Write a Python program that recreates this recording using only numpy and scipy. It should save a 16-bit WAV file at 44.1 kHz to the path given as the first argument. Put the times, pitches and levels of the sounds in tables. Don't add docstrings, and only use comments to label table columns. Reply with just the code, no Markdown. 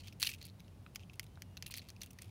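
import sys
import numpy as np
from scipy import signal
from scipy.fft import rfft, irfft, next_fast_len
from scipy.io import wavfile
from scipy.ndimage import map_coordinates

SR = 44100
rng = np.random.default_rng(int(sys.argv[2]) if len(sys.argv) > 2 else 0)


def master_out(mix):
    frames = np.transpose(np.atleast_2d(mix))
    ceiling = np.clip(frames, -1, 1)
    pcm = np.round(ceiling * 32767).astype(np.int16)
    wavfile.write(sys.argv[1], SR, pcm)


def linear_from_db(decibels):
    return 10 ** (np.asarray(decibels, float) / 20)


N = 101430

# pitch_hz, relative_level_per_hz_db
AIR_COLOUR = [(28, -55), (50, -1.5), (70, -3), (120, -1), (230, -9.5), (400, -18.5), (800, -23.5),
              (1600, -32.5), (2600, -33), (4500, -36.5), (8000, -42), (15500, -43.5)]
AIR_DB = -57.5
# pitch_hz, half_width_hz, level_db
ENGINE_BANDS = [(96, 14.4, -59.5), (182.6, 9.1, -71)]
INSECT_HZ, INSECT_HALF_WIDTH_HZ, INSECT_DB = 9730, 220, -87
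# start_s, length_s, first_pitch_hz, last_pitch_hz, level_db
BIRD_NOTES = [(1.27, 0.11, 3000, 3170, -83), (1.43, 0.2, 2900, 2810, -81)]
BIRD_OCTAVE_DB = -11

# start_s, peak_db, lower_ring_hz, upper_ring_hz
TAPS = [(0.8637, -41, 1340, 2550), (1.374, -46, 730, 1530), (1.7005, -46.5, 1020, 2670)]
TAP_WIDTH_HZ, TAP_UPPER_DB = 200, 3
TAP_TOP_HZ, TAP_TOP_DB = 3920, -7

# start_s, length_s, ring_level_db, main_ring_hz, treble_over_ring_db
SCRAPES = [(0.0, 0.022, -60, 4250, -12), (0.031, 0.081, -63.5, 2950, -13), (0.0707, 0.014, -55.5, 3350, -7),
           (0.1264, 0.0093, -63, 5140, -6), (0.195, 0.22, -56, 4300.0, 2), (0.1986, 0.0084, -54, 6400, 3),
           (0.207, 0.0066, -52, 4300, 2.5), (0.218, 0.008, -42.5, 4110.0, -5), (0.23, 0.11, -55, 2770, -2),
           (0.2306, 0.0049, -35, 4200, -7), (0.2345, 0.003, -37, 2860, -18), (0.2533, 0.015, -48, 3560, -7),
           (0.2654, 0.011, -36, 2900.0, -11), (0.271, 0.0053, -35, 4240, -8),
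           (0.2767, 0.0045, -48, 2800, -6), (0.289, 0.0078, -41.5, 2410, -8.5),
           (0.296, 0.017, -52.5, 2710.0, -3), (0.315, 0.0063, -47.5, 2570, -21),
           (0.329, 0.033, -57.5, 2780, -5), (0.3366, 0.0073, -48, 2570, -8.5),
           (0.38, 0.024, -68.5, 2720, -7), (0.406, 0.099, -65.5, 4170, -8.0),
           (0.4134, 0.0085, -54, 4130, -21), (0.425, 0.0059, -54.5, 4340, -6),
           (0.4518, 0.008, -56.5, 4270, 1), (0.4643, 0.0059, -61.5, 4440, 3), (0.485, 0.003, -62, 4170, -5),
           (0.9485, 0.009, -60, 2700, -1), (0.997, 0.05, -68, 2770, -12), (1.1335, 0.0081, -62.5, 2900, -5),
           (1.2292, 0.0073, -60.0, 2650, -4), (1.24, 0.0046, -63, 3700, 2),
           (1.639, 0.013, -64, 2630.0, -26), (1.664, 0.0064, -47, 2630, -2),
           (1.676, 0.017, -60.5, 2650.0, 0), (1.705, 0.033, -56.5, 4240, -10), (1.709, 0.008, -54, 4200, 4),
           (1.718, 0.008, -52, 2980, -7), (1.741, 0.07, -58.5, 4200, -12), (1.772, 0.0074, -50, 2080, 3),
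           (1.781, 0.01, -48.5, 4430, -7), (1.796, 0.0039, -70, 4180, -17), (1.809, 0.19, -72, 2560, -13),
           (1.816, 0.0078, -59.5, 2500, -25), (1.8924, 0.0041, -53.5, 4200, -15),
           (2.003, 0.075, -65, 2800, -6), (2.0322, 0.0041, -48, 3340, -0.5),
           (2.1053, 0.0086, -60.5, 5730, 0.5), (2.19, 0.11, -67, 2400, -6.5)]
# pitch_hz, width_hz, relative_level_db
SCRAPED_PANEL = [(2650, 450, 5), (4580, 130, -6.5), (5850, 150, -21)]
GRAINS_PER_S, GRAIN_SPREAD_DB = 3500, 3
RISE_SHARE, FALL_DB, RELEASE_S = 0.079, 10.5, 0.00091
CLUMPS_PER_S, CLUMP_DB = 237, 4.5
CLUMP_FULL_S = 0.04
SCRAPE_Q, SCRAPE_BODY_DB, SCRAPE_BROAD_DB, SCRAPE_CUT_HZ = 4.7, -8, -4, 2570

# start_s, ring_peak_db, treble_over_ring_db, after_slips_over_first_db
KNOCKS = [(0.9585, -30, -2, -5), (0.9593, -31, -5.5, -4.5), (1.1959, -26, 0, -6), (1.421, -33, -2, -5.5),
          (1.6247, -29.5, -3.5, -3), (1.7403, -28.5, -3.5, -5.5)]
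# pitch_hz, width_hz, relative_level_db
KNOCKED_PART = [(720, 500, -14), (1600, 1230, -7), (2170, 510, 3), (3150, 510, 0.5), (5000, 1400, -1.5),
                (6940, 1000, -6)]
KNOCK_DIP_HZ, KNOCK_DIP_WIDTH_HZ = 3800, 900

# start_s, ring_peak_db, main_ring_hz, treble_over_ring_db, after_slips_over_first_db
CLICKS = [(0.0822, -40.5, 4280, -11, 0.5), (0.1253, -46, 2520, -19, -7), (0.2284, -13, 4250, -7, -9),
          (0.2473, -27.5, 2720, -12, -4), (0.4394, -51, 4170, -28, -19), (0.442, -48, 4260, -26, 3),
          (0.4523, -49, 4330.0, 10.5, -13), (0.479, -50, 3600, -14, -8), (0.492, -52, 4060, -17, -17),
          (0.499, -48.5, 4200, -26, -17), (0.5954, -52.5, 3750, -15, 10), (0.6042, -44.5, 2240, -4, -11),
          (0.6465, -59, 3900, -18, -18), (0.6807, -54.5, 2880, -10, -4), (0.9952, -47, 2650.0, -14, -18),
          (1.0344, -50.5, 3030, -21, -7), (1.0976, -43.5, 2560, -25, -8), (1.142, -52, 2630.0, -12, -13),
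          (1.1573, -57, 3360.0, 6, -14.0), (1.2655, -53.5, 3900, -4, 1.5), (1.3564, -54, 4070, -10, -12),
          (1.5703, -36, 2650.0, -9.5, -1.5), (1.575, -35.5, 4170, -4, -12), (1.6623, -36.5, 4220, -8, -21),
          (1.7476, -39, 3870, -15, -7), (1.7662, -47, 2860, 7, 9), (1.7934, -39.5, 4150, -18, 6),
          (1.8875, -43, 4500, -3, 2), (1.9028, -37.5, 5800, -4, -7.5), (1.9643, -47.5, 2500, -12, -6),
          (2.0155, -38, 4360, -5, 2), (2.0179, -34, 5800, -2.5, 3), (2.045, -52, 4390.0, 5, -14.0),
          (2.0614, -50.5, 2950, 10, -3), (2.1322, -53.5, 5620.0, 7, -2), (2.1874, -42, 2030, -5, 5),
          (2.2205, -38.5, 2430, 3, 1)]
# pitch_hz, width_hz, relative_level_db
CLICKING_PART = [(1890, 1330, -5), (2900, 1540, 2.5), (5300, 2500, -0.5), (6470, 1270, -1.5)]
CLICK_Q, CLICK_BODY_DB, CLICK_BROAD_DB = 4.83, -0.5, -9
HARDNESS_SLOPE = 0.67

# pitch_hz, width_hz, relative_level_db
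SNAP = [(8300, 3000, 0.5), (10620, 1950, 4), (15900, 7100, -1.5)]
SNAP_SCATTER_DB = 2
AFTER_T60, SNAP_T60 = 0.028, 0.015
DULL_HZ = 6760
ECHO_T60, ECHO_DB = 0.04, -17
TOP_HZ = 15730


def unit(x):
    return x / np.sqrt(np.mean(x ** 2) + 1e-20)


def top(v):
    return v / np.abs(v).max(axis=1, keepdims=True)


def columns(table):
    return (c[:, None] for c in np.transpose(table))


def wobble(rate):
    knots = rng.standard_normal(int(N * rate / SR) + 4)
    return map_coordinates(knots, [np.arange(N) * rate / SR])


def filtered(x, response):
    n = x.shape[-1]
    m = next_fast_len(n + 2048)
    return irfft(rfft(x, m) * response(np.fft.rfftfreq(m, 1 / SR)), m)[..., :n]


def peak(f, hz, width):
    return 1j * f * width / (hz * hz - f * f + 1j * f * width)


def modes(table):
    return lambda f: sum((-1) ** k * linear_from_db(db) * peak(f, hz, width)
                         for k, (hz, width, db) in enumerate(table))


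def place(s, sound):
    at = np.round(np.abs(s) * SR).astype(int) + np.arange(sound.shape[1])
    return np.bincount(at.ravel(), sound.ravel(), N + sound.shape[1])[:N]


def noise_band(hz, half_width):
    return unit(filtered(rng.standard_normal(N), lambda f: np.exp(-((f - hz) / half_width) ** 2)))


def traffic():
    hz, db = np.transpose(AIR_COLOUR)
    colour = lambda f: linear_from_db(np.interp(np.log(f + 1), np.log(hz), db, left=-80))
    return linear_from_db(AIR_DB) * unit(filtered(rng.standard_normal(N), colour))


def engine():
    return sum(linear_from_db(db) * noise_band(hz, half_width) for hz, half_width, db in ENGINE_BANDS)


def insects():
    return linear_from_db(INSECT_DB) * noise_band(INSECT_HZ, INSECT_HALF_WIDTH_HZ)


def bird():
    t, out = np.arange(N) / SR, 0
    for s, length, first_hz, last_hz, db in BIRD_NOTES:
        progress = np.clip((t - s) / length, 0, 1)
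        pitch_hz = first_hz + (last_hz - first_hz) * progress + 35 * wobble(63)
        phase = 2 * np.pi * np.cumsum(pitch_hz) / SR
        swell = np.sqrt(np.abs(np.sin(np.pi * progress))) * linear_from_db(db + 2 * wobble(70))
        tone = np.sin(phase) + linear_from_db(BIRD_OCTAVE_DB) * np.sin(2 * phase)
        out = out + np.sqrt(2) * swell * tone
    return out


def train(after_db):
    t = np.arange(1000) / SR
    fade = linear_from_db(-60 * t / np.array([[AFTER_T60], [SNAP_T60]]))
    slips = rng.standard_normal((len(after_db), 2, len(t))) * fade
    slips *= linear_from_db(after_db)[:, None] / np.linalg.norm(slips, axis=2, keepdims=True)
    slips[:, :, 0] = 1
    return slips


def ring(slips, hz, q, body, body_db, broad_db):
    dull = lambda f: 1 / (1 + 1.4j * f / DULL_HZ - (f / DULL_HZ) ** 2)
    main = lambda f: peak(f, hz, hz / q) ** 2
    whole_body = lambda f: linear_from_db(body_db) * modes(body)(f)
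    broad = lambda f: linear_from_db(broad_db) * peak(f, 3060, 3100)
    low = filtered(slips[:, 0], lambda f: dull(f) * (main(f) + whole_body(f) + broad(f)))
    scatter_db = SNAP_SCATTER_DB * rng.standard_normal((len(hz), len(SNAP), 1))
    snap = [(c, width, db + scatter_db[:, k]) for k, (c, width, db) in enumerate(SNAP)]
    high = filtered(slips[:, 1], lambda f: modes(snap)(f) * peak(f, 14400, 15200))
    return low, high


def taps():
    s, db, low_hz, high_hz = columns(TAPS)
    rings = modes([(low_hz, TAP_WIDTH_HZ, 0), (high_hz, TAP_WIDTH_HZ, TAP_UPPER_DB),
                   (TAP_TOP_HZ, 2 * TAP_WIDTH_HZ, TAP_TOP_DB)])
    soft = lambda f: rings(f) / (1 + 1j * f / TAP_TOP_HZ) ** 2
    slips = train(np.full(s.shape, -9.0))[:, 0]
    return place(s, linear_from_db(db) * top(filtered(slips, soft)))


def scrapes():
    s, length, db, hz, treble_db = columns(SCRAPES)
    t = np.arange(4800) / SR
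    shape = (len(s), 2, len(t))
    happens = rng.random(shape) < GRAINS_PER_S / SR
    slips = happens * rng.standard_normal(shape) * linear_from_db(GRAIN_SPREAD_DB * rng.standard_normal(shape))

    rise = np.clip(t / (RISE_SHARE * length), 0, 1)
    sag = linear_from_db(-FALL_DB * t / length)
    release = np.exp(-np.clip(t - length, 0, None) / RELEASE_S)
    clump_db = CLUMP_DB * np.clip(length / CLUMP_FULL_S, 0, 1)
    clumps = linear_from_db(clump_db * np.array([wobble(CLUMPS_PER_S)[:len(t)] for _ in s]))
    stroke = rise * sag * release * clumps

    low, high = ring(slips * stroke[:, None], hz, SCRAPE_Q, SCRAPED_PANEL, SCRAPE_BODY_DB, SCRAPE_BROAD_DB)
    thin = lambda f: ((1j * f / SCRAPE_CUT_HZ) ** 2
                      / (1 + 1.2j * f / SCRAPE_CUT_HZ - (f / SCRAPE_CUT_HZ) ** 2))
    low = filtered(low, thin)
    low, high = (v / np.sqrt((v ** 2).sum(axis=1, keepdims=True) / (length * SR)) for v in (low, high))
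    return place(s, linear_from_db(db) * (low + linear_from_db(treble_db) * high))


def knocks():
    s, db, treble_db, after_db = columns(KNOCKS)
    slips = train(after_db)
    dip = lambda f: 1 - peak(f, KNOCK_DIP_HZ, KNOCK_DIP_WIDTH_HZ)
    low = filtered(slips[:, 0], lambda f: modes(KNOCKED_PART)(f) * dip(f))
    high = filtered(slips[:, 1], modes(SNAP))
    return place(s, linear_from_db(db) * (top(low) + linear_from_db(treble_db) * top(high)))


def clicks():
    s, db, hz, treble_db, after_db = columns(CLICKS)
    hard_db = HARDNESS_SLOPE * treble_db
    low, high = ring(train(after_db), hz, CLICK_Q, CLICKING_PART,
                     CLICK_BODY_DB + hard_db, CLICK_BROAD_DB + hard_db)
    return place(s, linear_from_db(db) * (top(low) + linear_from_db(treble_db) * top(high)))


def echo(near):
    t = np.arange(SR // 8) / SR
    tail = rng.standard_normal(len(t)) * linear_from_db(-60 * t / ECHO_T60)
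    return linear_from_db(ECHO_DB) * signal.fftconvolve(near, tail / np.linalg.norm(tail))[:N]


def scene():
    background = traffic() + engine() + insects() + bird()
    near = taps() + scrapes() + knocks() + clicks()
    return (background + near + echo(near))[None]


def top_cut(x):
    return signal.sosfilt(signal.butter(12, 16960, fs=SR, output="sos"), x)


def record(dry):
    mix = filtered(dry, lambda f: 1 / np.sqrt(1 + (f / TOP_HZ) ** 150))
    return top_cut(mix)


dry = scene()
out = record(dry)
master_out(out)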